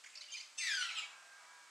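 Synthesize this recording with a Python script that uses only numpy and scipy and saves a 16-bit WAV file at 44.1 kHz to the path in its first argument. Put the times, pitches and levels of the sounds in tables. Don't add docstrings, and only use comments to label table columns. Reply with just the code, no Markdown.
import sys
import numpy as np
from scipy import signal
from scipy.fft import rfft, irfft
from scipy.io import wavfile

SR = 44100
rng = np.random.default_rng(int(sys.argv[2]) if len(sys.argv) > 2 else 0)


def master(y):
    cut = np.clip(np.atleast_2d(y).T, -1, 1)
    pcm = np.round(cut * 32767)
    wavfile.write(sys.argv[1], SR, pcm.astype(np.int16))


def to_linear_factor(level_db):
    exponent = np.asarray(level_db, float) / 20
    return 10 ** exponent


N = 74970


def rms_one(x):
    return x / np.sqrt(np.mean(x ** 2) + 1e-20)


def in_time(rows, first=0, last=N):
    time_s, *columns = np.transpose(rows)
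    now_s = np.arange(first, last) / SR
    return [np.interp(now_s, time_s, column) for column in columns]


def at_hz(points, hz):
    table = np.array(points)
    return np.interp(np.log(hz), np.log(table[:, 0]), table[:, 1])


def drift(rate_hz, size):
    r = np.exp(-2 * np.pi * rate_hz / SR)
    run_in, block = 4000, 4096
    noise = rng.standard_normal((size // block + 1) * block + run_in)
    slow = signal.lfilter([1], [1, -2 * r, r * r], noise)[run_in:run_in + size]
    return slow * np.sqrt((1 - r * r) ** 3 / (1 + r * r))


def coloured(points):
    hz = np.maximum(np.fft.rfftfreq(N, 1 / SR), 20)
    spectrum = rfft(rng.standard_normal(N)) * to_linear_factor(at_hz(points, hz))
    return rms_one(irfft(spectrum, N))


def syrinx(rows, throat):
    wobble, wobble_hz = .022, 90
    flutter_hz, flutter_above = 240, .14
    break_db, break_hz = 6.5, 55
    fundamental_firm, breath_db, top_cut_hz = .6, -5.5, 13000
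    first, last = int(rows[0][0] * SR), int(rows[-1][0] * SR)
    size = last - first
    hz, db, rough = in_time(rows, first, last)
    phase = 2 * np.pi * np.cumsum(hz * (1 + wobble * rough * drift(wobble_hz, size))) / SR
    tone, power = 0, 1e-9
    for k in range(1, int(top_cut_hz / hz.min()) + 1):
        gain = to_linear_factor(at_hz(throat, k * hz))
        loose = rough ** (1 / np.sqrt(k)) * (fundamental_firm if k == 1 else 1)
        flutter = drift(flutter_hz, size) + 1j * drift(flutter_hz, size)
        flutter = flutter * np.exp(1j * flutter_above * phase / k)
        breaking = to_linear_factor(break_db * rough * np.minimum(drift(break_hz, size), 1))
        shake = (np.sqrt(1 - loose ** 2) + loose * flutter / np.sqrt(2)) * breaking
        tone = tone + gain * np.real(shake * np.exp(1j * k * phase))
        power = power + gain ** 2 / 2
    above_pitch = signal.butter(4, hz.mean(), "high", fs=SR, output="sos")
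    breath = signal.sosfilt(above_pitch, coloured(throat))[first:last]
    out = np.zeros(N)
    out[first:last] = to_linear_factor(db) * (tone / np.sqrt(power) + rough * to_linear_factor(breath_db) * breath)
    no_rumble = signal.butter(4, .8 * hz.min(), "high", fs=SR, output="sos")
    soft_top = signal.butter(6, top_cut_hz, fs=SR, output="sos")
    return signal.sosfilt(soft_top, signal.sosfilt(no_rumble, out + 1e-18))


def chatter(notes, throat, rough):
    attack_s, release_s, fade_db = .0025, .007, 22
    mix = 0
    for start_s, length_s, first_hz, last_hz, level_db in notes:
        end_s = start_s + length_s
        path = [(start_s - attack_s, first_hz, level_db - fade_db, rough),
                (start_s + attack_s, first_hz, level_db, rough),
                (end_s, last_hz, level_db, rough),
                (end_s + release_s, last_hz, level_db - fade_db, rough)]
        mix = mix + syrinx(path, throat)
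    return mix


# time_s [s], pitch_hz [Hz], level_db [dB], roughness [0-1].
SQUAWK_PATH = [(.598, 2543, -49, 0), (.616, 2030, -41.5, 0.48), (.66, 1957, -39.5, 0.64),
               (.705, 1720, -38.5, 0.54), (.74, 1600, -39, 0.48), (.768, 1585, -42, 0.48),
               (.785, 1473, -45.5, 0.4), (.835, 1383, -45.5, 0.56), (.875, 1356, -48.5, 0.73)]
CREAK_PATH = [(.572, 838.7, -65.5, 0.42), (.586, 885.7, -39, 0.22), (.61, 902.6, -45, 0.01),
              (.645, 887, -45, 0), (.675, 888, -80, 0.59)]
BEAT_PATH = [(.6, 2632, -53, 0.8), (.612, 2450, -44, 0.34), (.645, 2247, -50, 0.76),
             (.68, 2275, -43.5, 0.74), (.70, 2023, -66, 0.2)]
HOLD_PATH = [(.772, 1519, -49, 0.19), (.785, 1489, -45, 0.04), (.83, 1467, -42.5, 0.3),
             (.868, 1430, -64, 0.38), (.878, 1400, -47, 0.42)]
TRAIL_PATH = [(.86, 1336, -63, 0.45), (.89, 1338, -55.5, 0.985), (.94, 1336, -52, 0.68),
              (1.0, 1274, -50.5, 0.857), (1.04, 1224, -63, 0.97), (1.06, 1196, -63, 0.38)]
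# pitch_hz [Hz], level_db [dB]
SQUAWK_COLOUR = [(1500, 1), (2000, 2), (2700, -0.5), (3400, 0.5), (4200, 0), (5000, -3), (6600, -9),
                 (12200, -31)]
CREAK_COLOUR = [(1100, -43.5), (1800, -10), (2700, 5.5), (4500, -5.5), (6300, 6.5), (7200, -9.5),
                (8300, 5.5), (10500, -36.5)]
HOLD_COLOUR = [(1400, 1), (2900, -14), (4400, -18.5), (5900, -6), (7300, -15.5), (8800, -16), (12000, -57)]


def squawk_call():
    opening = syrinx(CREAK_PATH, CREAK_COLOUR) + syrinx(BEAT_PATH, SQUAWK_COLOUR)
    ending = syrinx(HOLD_PATH, HOLD_COLOUR) + syrinx(TRAIL_PATH, SQUAWK_COLOUR)
    return opening + syrinx(SQUAWK_PATH, SQUAWK_COLOUR) + ending


# start_s [s], length_s [s], first_pitch_hz [Hz], last_pitch_hz [Hz], level_db [dB].
HUSKY_NOTES = [(0.037, 0.0104, 2400, 1500, -56), (.060, 0.014, 2200, 1700, -56.5),
               (.088, 0.017, 1400, 4300, -64), (0.13, 0.024, 2600, 2100, -64),
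               (.045, .022, 2400, 1800, -61.5)]
CHATTER_NOTES = [(.152, 0.00864, 2097, 2649, -50.5), (.163, .025, 2715, 2602, -58.5),
                 (.17, 0.0108, 2311, 2225, -53), (.209, 0.01493, 2041, 2329, -48.5),
                 (.229, 0.0044, 2195, 2538, -53), (.238, 0.0069, 2296, 2310, -58),
                 (.258, 0.0077, 2192, 2356, -59), (.274, 0.0073, 2077, 2458, -66),
                 (.298, 0.03, 2390, 2323, -60), (.318, 0.0286, 3080, 3109, -50.5),
                 (.337, 0.0224, 2370, 2514, -47), (.367, 0.01706, 2114, 2069, -49),
                 (.372, 0.0205, 3007, 3058, -52.5), (.399, 0.0158, 2116, 2521, -49.5),
                 (.415, 0.028, 2733, 2430, -63)]
YELP_NOTES = [(.220, 0.0129, 2932, 3004, -56), (.238, 0.0064, 3101, 3024, -57),
              (.282, 0.006, 2854, 2855, -54.5), (.294, 0.02, 2982, 2720, -59), (.43, .01, 3053, 3110, -65)]
# pitch_hz [Hz], level_db [dB]
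HUSKY_COLOUR = [(2200, 0), (3000, 2), (3700, -17.5), (4700, -6), (5800, -6), (6800, -3), (8500, -15.5),
                (12000, -44.5)]
CHATTER_COLOUR = [(2200, -2), (3100, -7), (3750, 4.5), (4500, 1), (6300, -5), (7300, -10), (9300, -23.5),
                  (11000, -42)]
YELP_COLOUR = [(1800, -3), (2500, 7.5), (3200, 6.5), (4700, -15.5), (6000, -18), (7100, -11), (9500, -22.5),
               (13000, -71)]


def mate_before():
    husky = chatter(HUSKY_NOTES, HUSKY_COLOUR, rough=.8)
    bright = chatter(CHATTER_NOTES, CHATTER_COLOUR, rough=.62)
    return husky + bright + chatter(YELP_NOTES, YELP_COLOUR, rough=.62)


# time_s [s], pitch_hz [Hz], level_db [dB], roughness [0-1].
RASP_PATH = [(.70, 2446, -51, 0.55), (.72, 2400, -44, 0.434), (.745, 2305, -64.5, 1),
             (.80, 2431, -54, 0.965), (.83, 3149, -46, 0.868), (.88, 2777, -48, 1),
             (.915, 2307, -45.5, 0.62), (.945, 2290, -56, 0.85)]
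UNDER_PATH = [(.79, 2462, -67, .7), (.81, 2300, -50.5, 0.67), (.845, 1950, -49, 0.71),
              (.875, 1900, -54, 0.61), (.91, 2134, -52.5, 1), (.93, 2180, -62, 0.77)]
CRY_PATH = [(.948, 2659, -57.5, 0.3), (.955, 2649, -51, .5), (.975, 2560, -45.5, 0.24),
            (.988, 2426, -42, .35), (1.01, 2360, -55, 0.63), (1.04, 2314, -63, 0.54),
            (1.08, 2263, -64, 0.7)]
# start_s [s], length_s [s], first_pitch_hz [Hz], last_pitch_hz [Hz], level_db [dB]
BURST_NOTES = [(.953, 0.0232, 3115, 3111, -48.5), (.97, 0.023, 2973, 2873, -45.5),
               (1.0, 0.032, 3538, 3294, -57), (1.018, 0.023, 2265, 2203, -51.5),
               (1.05, 0.0259, 2900, 2723, -64.5)]
# pitch_hz [Hz], level_db [dB]
CRY_COLOUR = [(1800, -8.5), (2500, 2.5), (3200, 18.5), (4800, -9), (6000, -18), (7200, -2.5), (9600, -18.5),
              (12000, -72.5)]


def mate_joins_in():
    rasp = syrinx(RASP_PATH, YELP_COLOUR) + syrinx(UNDER_PATH, YELP_COLOUR)
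    burst = chatter(BURST_NOTES, YELP_COLOUR, rough=.8)
    return rasp + burst + syrinx(CRY_PATH, CRY_COLOUR)


def leaves(x):
    t60_s, level_db, cut_hz, alike = 0.449, -6, 13100, 0.967
    size = SR // 2
    dying = to_linear_factor(-60 * np.arange(size) / SR / t60_s)
    mid, side = rng.standard_normal((2, size)) * dying
    mid, side = np.sqrt(1 + alike) * mid, np.sqrt(1 - alike) * side
    tail = np.array([mid + side, mid - side])
    tail = signal.lfilter(*signal.butter(1, cut_hz, fs=SR), tail)
    tail = tail / np.sqrt(np.sum(tail ** 2) / 2)
    return to_linear_factor(level_db) * signal.fftconvolve(x[None], tail, axes=1)[:, :N]


# pitch_hz [Hz], level_db [dB]
EXHAUST_COLOUR = [(150, -31), (400, -24), (700, -9.5), (1000, -6), (1350, -3), (1900, -9), (2400, -14.5),
                  (3200, -23.5)]


def engine(rows, swells):
    whine_order, whine_beat_db, whine_beat_hz = 10, 2.5, 25
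    fading_db, fading_hz, hiss_db = 2.5, 5, -3
    hz, db, whine_db = in_time(rows)
    phase, t = 2 * np.pi * np.cumsum(hz) / SR, np.arange(N) / SR
    tone = 0
    for k in range(1, 19):
        level_db = at_hz(EXHAUST_COLOUR, k * hz)
        for order, start_s, end_s, gain_db in swells:
            if order == k:
                level_db = level_db + gain_db * np.clip(np.minimum(t - start_s, end_s - t) / 0.0133, 0, 1)
        if k == whine_order:
            level_db = level_db + whine_db + whine_beat_db * drift(whine_beat_hz, N)
        else:
            level_db = level_db + fading_db * drift(fading_hz, N)
        tone = tone + to_linear_factor(level_db) * np.sin(k * phase + rng.uniform(0, 5.373))
    hiss = signal.lfilter(*signal.butter(2, 3500, fs=SR), coloured(EXHAUST_COLOUR))
    return to_linear_factor(db) * (tone / 1.96 + to_linear_factor(hiss_db) * hiss)


# time_s [s], firing_hz [Hz], level_db [dB], whine_db [dB]
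ENGINE_PATH = [(0, 148.9, -73, -4.5), (.5, 150.8, -72, -15.5), (.8, 166.4, -64.5, -8.5),
               (1.05, 165.2, -59.5, -0.5), (1.2, 160.5, -65.5, 14.5), (1.23, 159.8, -66.5, 15),
               (1.36, 159.1, -67.5, 21.5), (1.385, 162.1, -64, 10.5), (1.46, 162.4, -63.5, 0.5),
               (1.48, 164.2, -64.5, 12), (1.65, 162, -67, 15.5), (1.7, 162, -63.5, -3.5)]
OTHER_ENGINE_PATH = [(0, 172.7, -81, 6), (1.2, 173.4, -65, -11), (1.45, 175.7, -66.5, -7),
                     (1.7, 178.9, -72.5, -5.5)]
# order [number], start_s [s], end_s [s], gain_db [dB]
WIND_SWELLS = [(16, 1.14, 1.36, 18), (14, 1.32, 1.7, 12), (6, 1.4, 1.7, 8), (7, 1.4, 1.7, 4),
               (7, .05, .45, 6), (5, .75, 1.0, 5), (4, .15, .35, 10)]


def far_engines():
    return engine(ENGINE_PATH, WIND_SWELLS) + engine(OTHER_ENGINE_PATH, [])


# pitch_hz [Hz], level_db [dB]
AIR_COLOUR = [(40, -47), (300, -20), (900, -13), (1600, -7), (3000, -9), (8000, -9), (10500, -22.5),
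              (15500, -35.5)]
# pitch_hz [Hz], likeness [0-1]
AIR_LIKENESS = [(60, 0.41), (240, 1), (950, 0.457), (3770, 0.854), (7000, 1), (11000, 0.86), (15000, 0.64)]


def air():
    level_db = -63
    hz = np.maximum(np.fft.rfftfreq(N, 1 / SR), 20)
    alike = at_hz(AIR_LIKENESS, hz)
    mid = rfft(coloured(AIR_COLOUR)) * np.sqrt(1 + alike)
    side = rfft(coloured(AIR_COLOUR)) * np.sqrt(1 - alike)
    return to_linear_factor(level_db) * rms_one(irfft(np.array([mid + side, mid - side]), N))


def scene():
    left_pan, right_pan = to_linear_factor([[1], [-1]]), to_linear_factor([[-.855], [.855]])
    low_lean_db, low_lean_hz = -19, 1680
    squawk = squawk_call()
    mate = mate_before() + mate_joins_in()
    low = signal.lfilter(*signal.butter(1, low_lean_hz, fs=SR), squawk)
    lean = np.array([[1], [-1]]) * to_linear_factor(low_lean_db) * low
    birds = squawk * left_pan + lean + mate * right_pan + leaves(squawk + mate)
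    return birds + far_engines() * right_pan + air()


def top_cut(x):
    return signal.sosfilt(signal.butter(12, 15610, fs=SR, output="sos"), x)


def record(dry):
    return top_cut(dry)


dry = scene()
out = record(dry)
master(out)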